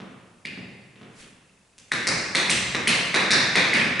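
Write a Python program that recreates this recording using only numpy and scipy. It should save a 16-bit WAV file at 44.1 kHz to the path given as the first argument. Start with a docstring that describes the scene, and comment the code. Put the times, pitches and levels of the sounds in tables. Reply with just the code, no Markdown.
"""Tap dancer on a hard floor in a bare hall, a few metres off, over quiet hiss and faint chirring.
First soft steps around one tap (0.45 s), then a sole slide (1.2 s) and a plate-edge tick (1.8 s).
From 1.9 s a swung run of loud taps, some with a floor boom or a second plate contact.
Each tap thumps the floor and makes the shoe's metal plate clack and ring;
near surfaces slap it back, then the hall rings on."""
import sys
import numpy as np
from scipy import signal
from scipy.fft import rfft, irfft
from scipy.io import wavfile
from scipy.ndimage import uniform_filter1d, minimum_filter1d

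SR = 44100
rng = np.random.default_rng(int(sys.argv[2]) if len(sys.argv) > 2 else 0)


def unload_audio(sound):
    """Save the sound as a 16-bit wav file, at the path given as the first command line argument."""
    columns = np.transpose(np.atleast_2d(sound))
    # keep every value between -1 and 1, then stretch to whole-number steps
    steps = np.round(np.clip(columns, -1, 1) * 32767)
    wavfile.write(sys.argv[1], SR, steps.astype(np.int16))


N = 176400
FFT_SIZE, TAIL_SAMPLES = 4096, int(1.35 * SR)
TIME_S = np.arange(N) / SR
HZ = np.maximum(np.arange(FFT_SIZE // 2 + 1) * SR / FFT_SIZE, 1)
FINE_HZ = np.maximum(np.arange(N // 2 + 1) * SR / N, 1)

# background hiss (frequency [Hz], level [dB])
HISS_SPECTRUM = [(30, -5), (60, 0), (200, 0), (400, -3), (800, -7.5), (1200, -9), (1900, -11), (2600, -12),
                 (3300, -13), (8000, -13), (11000, -16)]
# soft steps and weight shifts (time [s], thud [dB], knock [dB], plate [dB])
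SOFT_STEPS = [(.002, -41.5, -46, -49), (.576, -40.5, -56, -67), (0.958, -52, -63, -57),
              (1.014, -48.5, -52.5, -57), (1.030, -56, -61, -56), (1.225, -53.5, -62.5, -53.5),
              (3.795, -31.5, -39, -28.5)]
# floor thud (frequency [Hz], level [dB])
THUD_SPECTRUM = [(25, -43), (60, -21), (100, -10.5), (135, -2.5), (190, 1), (250, 1), (320, -5), (450, -10),
                 (900, -21.5), (3000, -38)]
# floor knock (frequency [Hz], level [dB])
KNOCK_SPECTRUM = [(80, -48), (300, 8), (550, 2), (800, 0.5), (1300, 4), (1800, -4.5), (2900, -21),
                  (6000, -10), (11000, -41)]
# taps (time [s], thud [dB], knock [dB], clack [dB], clack [Hz], ring [dB], ring [Hz],
#       sizzle [dB], near-path gain [dB])
TAP_HITS = [(0.4533, -42.5, -70, -37, 2320, -50, 4200, -56.5, 0.5),
            (1.9190, -36.5, -33, -25.5, 1890, -32.5, 3740, -37.5, -2.5),
            (2.071, -33.5, -30, -27.5, 2100, -27, 4770, -30, 0),
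            (2.3504, -32.5, -27.5, -24, 2080, -23, 3630, -30.5, -4),
            (2.4975, -30, -33.5, -23.5, 2243, -28.5, 3830, -27, -2.5),
            (2.7486, -34.5, -31, -29.5, 2030, -37, 3570, -55, 1.5),
            (2.8739, -31, -28.5, -20.5, 2180, -26.5, 4000, -28, -7),
            (3.1438, -32, -24, -21.5, 1995, -27.5, 3850, -36, 0),
            (3.3073, -28, -26.5, -19.5, 1910, -21, 3940, -29, 2),
            (3.5562, -31.5, -24, -19.5, 2090, -24, 3770, -33.5, -3),
            (3.7342, -29, -31, -19, 2110, -33.5, 4530, -36, -6.5),
            (3.9975, -19, -54, -19.5, 2126, -11.5, 4200, -9.5, -12.5)]
# metal sizzle (frequency [Hz], level [dB])
SIZZLE_SPECTRUM = [(800, -31), (3000, -16), (5000, 8), (6200, 9.5), (7000, 5.5), (8200, 2), (9600, 4.5),
                   (11000, -6)]
# modes and gaps common to the plates (centre [Hz], width [Hz], gain [dB])
PLATE_MODES = [(1800, 480, 1), (2570, 420, 0.5), (3124, 340, -4.5), (3770, 220, 2), (4450, 440, -0.5),
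               (6230, 140, -1.5), (6880, 610, -3), (7000, 200, 4.5), (8340, 340, 5), (9170, 290, 2)]
# sliding sole (frequency [Hz], level [dB])
SLIDE_SPECTRUM = [(300, 4), (1000, -11), (2000, 4), (3500, -1), (7000, -2.5), (10000, -4.5), (11000, -9)]
# plate-edge ticks (time [s], level [dB], near-path gain [dB])
EDGE_TICKS = [(1.7816, -51, -0.5)]
# plate edge (frequency [Hz], level [dB])
TICK_SPECTRUM = [(200, 7), (1000, -7), (2500, 3), (4200, -1.5), (8000, -1.5), (11000, -9.5)]
# full-weight landings (time [s], level [dB])
HEAVY_LANDINGS = [(2.076, -45), (2.502, -42)]
# second plate contacts (time [s], level [dB], centre [Hz])
PLATE_SLAPS = [(2.5062, -32, 8200), (2.5114, -30.5, 3000), (2.8752, -26.5, 2880), (2.8768, -33.5, 9500),
               (3.3171, -28, 5430), (3.3167, -43, 8600), (3.7595, -30.5, 2080)]
# direct path against 1 s of hall sound (frequency [Hz], gain [dB])
DIRECT_SPECTRUM = [(200, -24), (1000, -20.5), (2000, -20), (4500, -19.5), (7000, -18.5), (10500, -13.5)]
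# echoes off near surfaces (delay [s], gain [dB])
EARLY_ECHOES = [(.0047, -16.5), (.0088, -29.5), (0.0144, -25.5), (0.0183, -20.5), (.0260, -32)]
# colour of those echoes (frequency [Hz], gain [dB])
ECHO_SPECTRUM = [(300, -7.5), (2000, -8), (4200, 0.5), (7000, 0.5), (10500, -1)]
# hall decay (band centre [Hz], T60 [s])
HALL_DECAY = [(100, 1.79), (250, 0.98), (700, 1.53), (2000, 1.34), (4000, 1.17), (7000, 1), (11000, 0.55)]
# low resonances of hall and floor (centre [Hz], width [Hz], gain [dB])
LOW_MODES = [(60, 7, 1), (123.4, 13.4, 6.5), (186.3, 10.3, 4), (229, 8.2, 1.5), (300, 7.3, 2), (532, 22, 6),
             (724, 17, 3)]
# diffuse-field width (frequency [Hz], side against mid [dB])
STEREO_WIDTH = [(60, -14), (150, -17.5), (350, -10), (650, -7.5), (1200, -6), (2200, -6), (4000, -7.5),
                (10000, -5.5)]

CONTACT_S = .0011  # time a plate takes to settle


def amp(db):
    return 10 ** (np.asarray(db) / 20)


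def curve(points, hz=HZ):
    """Interpolate (frequency [Hz], value) rows on a log-frequency axis."""
    at, value = np.array(points, float).T
    return np.interp(np.log(hz), np.log(at), value)


def unit_power(gain):
    return gain / np.sqrt(np.mean(gain ** 2))


def colour(points, hz=HZ):
    """Unit-power response of a spectrum table."""
    return unit_power(amp(curve(points, hz)))


def resonance(hz, q):
    """Broad mode cluster with steep skirts."""
    return unit_power(1 / np.hypot(1, abs(q * (HZ / hz - hz / HZ)) ** 2.07))


def peaks(modes, hz=HZ):
    """Gain of narrow peaks and gaps."""
    return amp(sum(db / (1 + (2 * (hz - centre) / width) ** 2) for centre, width, db in modes))


def min_phase(*parts):
    """Spectrum of the shortest pulse with the parts' summed power."""
    cepstrum = irfft(np.log(sum(p ** 2 for p in parts) + 1e-14) / 2)
    return np.exp(rfft(2 * cepstrum[:FFT_SIZE // 2], FFT_SIZE) - cepstrum[0])


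def add(out, sound, start_s):
    i = int(np.clip(start_s * SR, 0, N - 1))
    out[:, i:i + sound.shape[1]] += sound[:, :N - i]


def diffuse():
    """Left and right noise spectra, as wide as the hall."""
    mid, side = rfft(rng.standard_normal((2, N)))
    return mid + np.array([[1], [-1]]) * side * amp(curve(STEREO_WIDTH, FINE_HZ))


def noise(points):
    return irfft(diffuse() * colour(points, FINE_HZ), N)


def hiss(level_db=-62):
    """Steady quiet of the hall."""
    return amp(level_db) * noise(HISS_SPECTRUM)


def chirr(rate_hz=25.2, pulse_at_s=1.617, half_width_s=.005, pitch_hz=2600, level_db=-65):
    """Faint narrow-band pulses, evenly spaced."""
    offset_s = (((TIME_S - pulse_at_s) * rate_hz + .5) % 1 - .5) / rate_hz
    band = noise([(pitch_hz * 0.85, -40), (pitch_hz, 0), (pitch_hz * 1.25, -40)])
    return amp(level_db) * np.exp(-(offset_s / half_width_s) ** 2) * band


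def soft_steps(cutoff_hz=3500):
    """Soft contact excites floor and plate with little treble."""
    lowpass = min_phase(1 / np.hypot(1, (HZ / cutoff_hz) ** 2))
    thud, knock, plate = colour(THUD_SPECTRUM), colour(KNOCK_SPECTRUM), resonance(hz=2380, q=1.18)
    for time_s, thud_db, knock_db, plate_db in SOFT_STEPS:
        step = min_phase(amp(thud_db) * thud, amp(knock_db) * knock, amp(plate_db) * plate)
        yield time_s, lowpass * step, 0


def settling(grain_hz=696):
    """The plate settles: bands start a moment apart, spreading the click into a burst."""
    grid_hz = np.arange(80) * grain_hz
    delay_s = CONTACT_S * np.interp(HZ, grid_hz, rng.random(len(grid_hz)))
    return np.exp(-2j * np.pi * np.cumsum(delay_s) * SR / FFT_SIZE)


def near_paths():
    """Impulse response of direct path and early echoes, both brighter than the hall."""
    direct = min_phase(amp(curve(DIRECT_SPECTRUM)))
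    delays = sum(amp(db) * np.exp(-2j * np.pi * HZ * delay_s) for delay_s, db in EARLY_ECHOES)
    echoes = min_phase(amp(curve(ECHO_SPECTRUM))) * delays
    return np.sqrt(SR) * irfft((direct + echoes) * settling())[:FFT_SIZE // 2]


def hall_bands(gap_s=0.0013, build_s=0.0094):
    """Reverberation per band: diffuse noise and its build-and-decay envelope."""
    field, t = diffuse() * peaks(LOW_MODES, FINE_HZ), TIME_S[:TAIL_SAMPLES]
    centres_hz = [hz for hz, _ in HALL_DECAY]
    build = 1 - np.exp(-np.maximum(t - gap_s, 0) / build_s)
    for share, (_, t60_s) in zip(np.eye(len(HALL_DECAY)), HALL_DECAY):
        band = irfft(field * curve(list(zip(centres_hz, share)), FINE_HZ), N)
        yield band, build * np.exp(-np.log(1000) * t / t60_s)


def floor_wave(clack_db, clack_hz, length_s=0.0054, rise_s=0.0013, gain_db=-16.5):
    """The floor carries a few swelling cycles of the clack ahead of the airborne click."""
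    t = np.arange(int(length_s * SR)) / SR
    swell = np.exp(t / rise_s) * signal.windows.tukey(len(t), .3)
    wave = swell * np.sin(2 * np.pi * (clack_hz * t + rng.random()))
    return amp(clack_db + gain_db) * wave[None] / np.sqrt(np.sum(wave ** 2) / SR)


def strike_point(spread_db=3, grain_hz=108.3, full_above_hz=4000):
    """Each contact point favours other upper modes, giving a short metallic ring."""
    grid_hz = np.arange(160) * grain_hz
    ripple = np.interp(HZ, grid_hz, np.clip(rng.standard_normal(len(grid_hz)), -2, 2))
    return unit_power(amp(spread_db * ripple * np.minimum(HZ / full_above_hz, 1)))


def taps():
    """Plate strikes floor: the floor thuds and knocks; the metal clacks, rings and sizzles."""
    for time_s, thud_db, knock_db, clack_db, clack_hz, ring_db, ring_hz, sizzle_db, near_db in TAP_HITS:
        tap = min_phase(amp(thud_db) * colour(THUD_SPECTRUM),
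                        amp(knock_db) * colour(KNOCK_SPECTRUM),
                        amp(clack_db) * resonance(clack_hz, q=2.3),
                        amp(ring_db) * resonance(ring_hz, q=3.76),
                        amp(sizzle_db) * colour(SIZZLE_SPECTRUM))
        yield time_s, tap * min_phase(peaks(PLATE_MODES) * strike_point()), near_db


def slide(peak_s=1.207, rise_s=0.039, fall_s=0.088, level_db=-47):
    """A sole swishes briefly over the floor."""
    swell = np.exp(-np.maximum(peak_s - TIME_S, 0) / rise_s - np.maximum(TIME_S - peak_s, 0) / fall_s)
    return amp(level_db) * swell * noise(SLIDE_SPECTRUM)


def edge_ticks():
    """A plate's edge touches the floor lightly."""
    for time_s, db, near_db in EDGE_TICKS:
        yield time_s, min_phase(amp(db) * colour(TICK_SPECTRUM) * strike_point()), near_db


def landings():
    """Full body weight makes the floor boom."""
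    for time_s, db in HEAVY_LANDINGS:
        yield time_s, min_phase(amp(db) * resonance(hz=92, q=0.79)), 0


def slaps():
    """The rest of the plate comes down just after a tap."""
    for time_s, db, hz in PLATE_SLAPS:
        yield time_s, min_phase(amp(db) * resonance(hz, q=4.3) * strike_point()), 0


def footwork(floor_lead_s=0.004405):
    """Each blow arrives by the near paths and through the hall, differently from each floor spot."""
    out, bands = np.zeros((2, N)), list(hall_bands())
    for source in (taps, slaps, soft_steps, landings, edge_ticks):
        for time_s, spectrum, near_db in source():
            spot = rng.integers(N - TAIL_SAMPLES)
            paths = sum(band[:, spot:spot + TAIL_SAMPLES] * envelope for band, envelope in bands)
            paths[:, :FFT_SIZE // 2] += amp(near_db) * near_paths()
            blow = signal.fftconvolve(paths, irfft(spectrum)[None], axes=1)
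            add(out, blow, time_s - CONTACT_S / 2)
    for time_s, _, _, clack_db, clack_hz, *_ in TAP_HITS:
        add(out, floor_wave(clack_db, clack_hz), time_s - floor_lead_s)
    return out


def scene(right_over_left_db=0.33):
    """Dancer near the centre, over hiss and chirring."""
    pan = amp(np.array([[-0.5], [0.5]]) * right_over_left_db)
    return (footwork() + slide()) * pan + hiss() + chirr()


def record(dry, ceiling=0.48, window_s=0.0031, cutoff_hz=11000):
    """Fast peak limiter, then a steep low-pass."""
    window = int(window_s * SR)
    needed_gain = ceiling / np.maximum(abs(dry).max(axis=0), ceiling)
    gain = uniform_filter1d(minimum_filter1d(needed_gain, window), window)
    lowpass = signal.ellip(10, .2, 70, cutoff_hz, fs=SR, output="sos")
    return signal.sosfilt(lowpass, dry * gain)


dry = scene()
out = record(dry)
unload_audio(out)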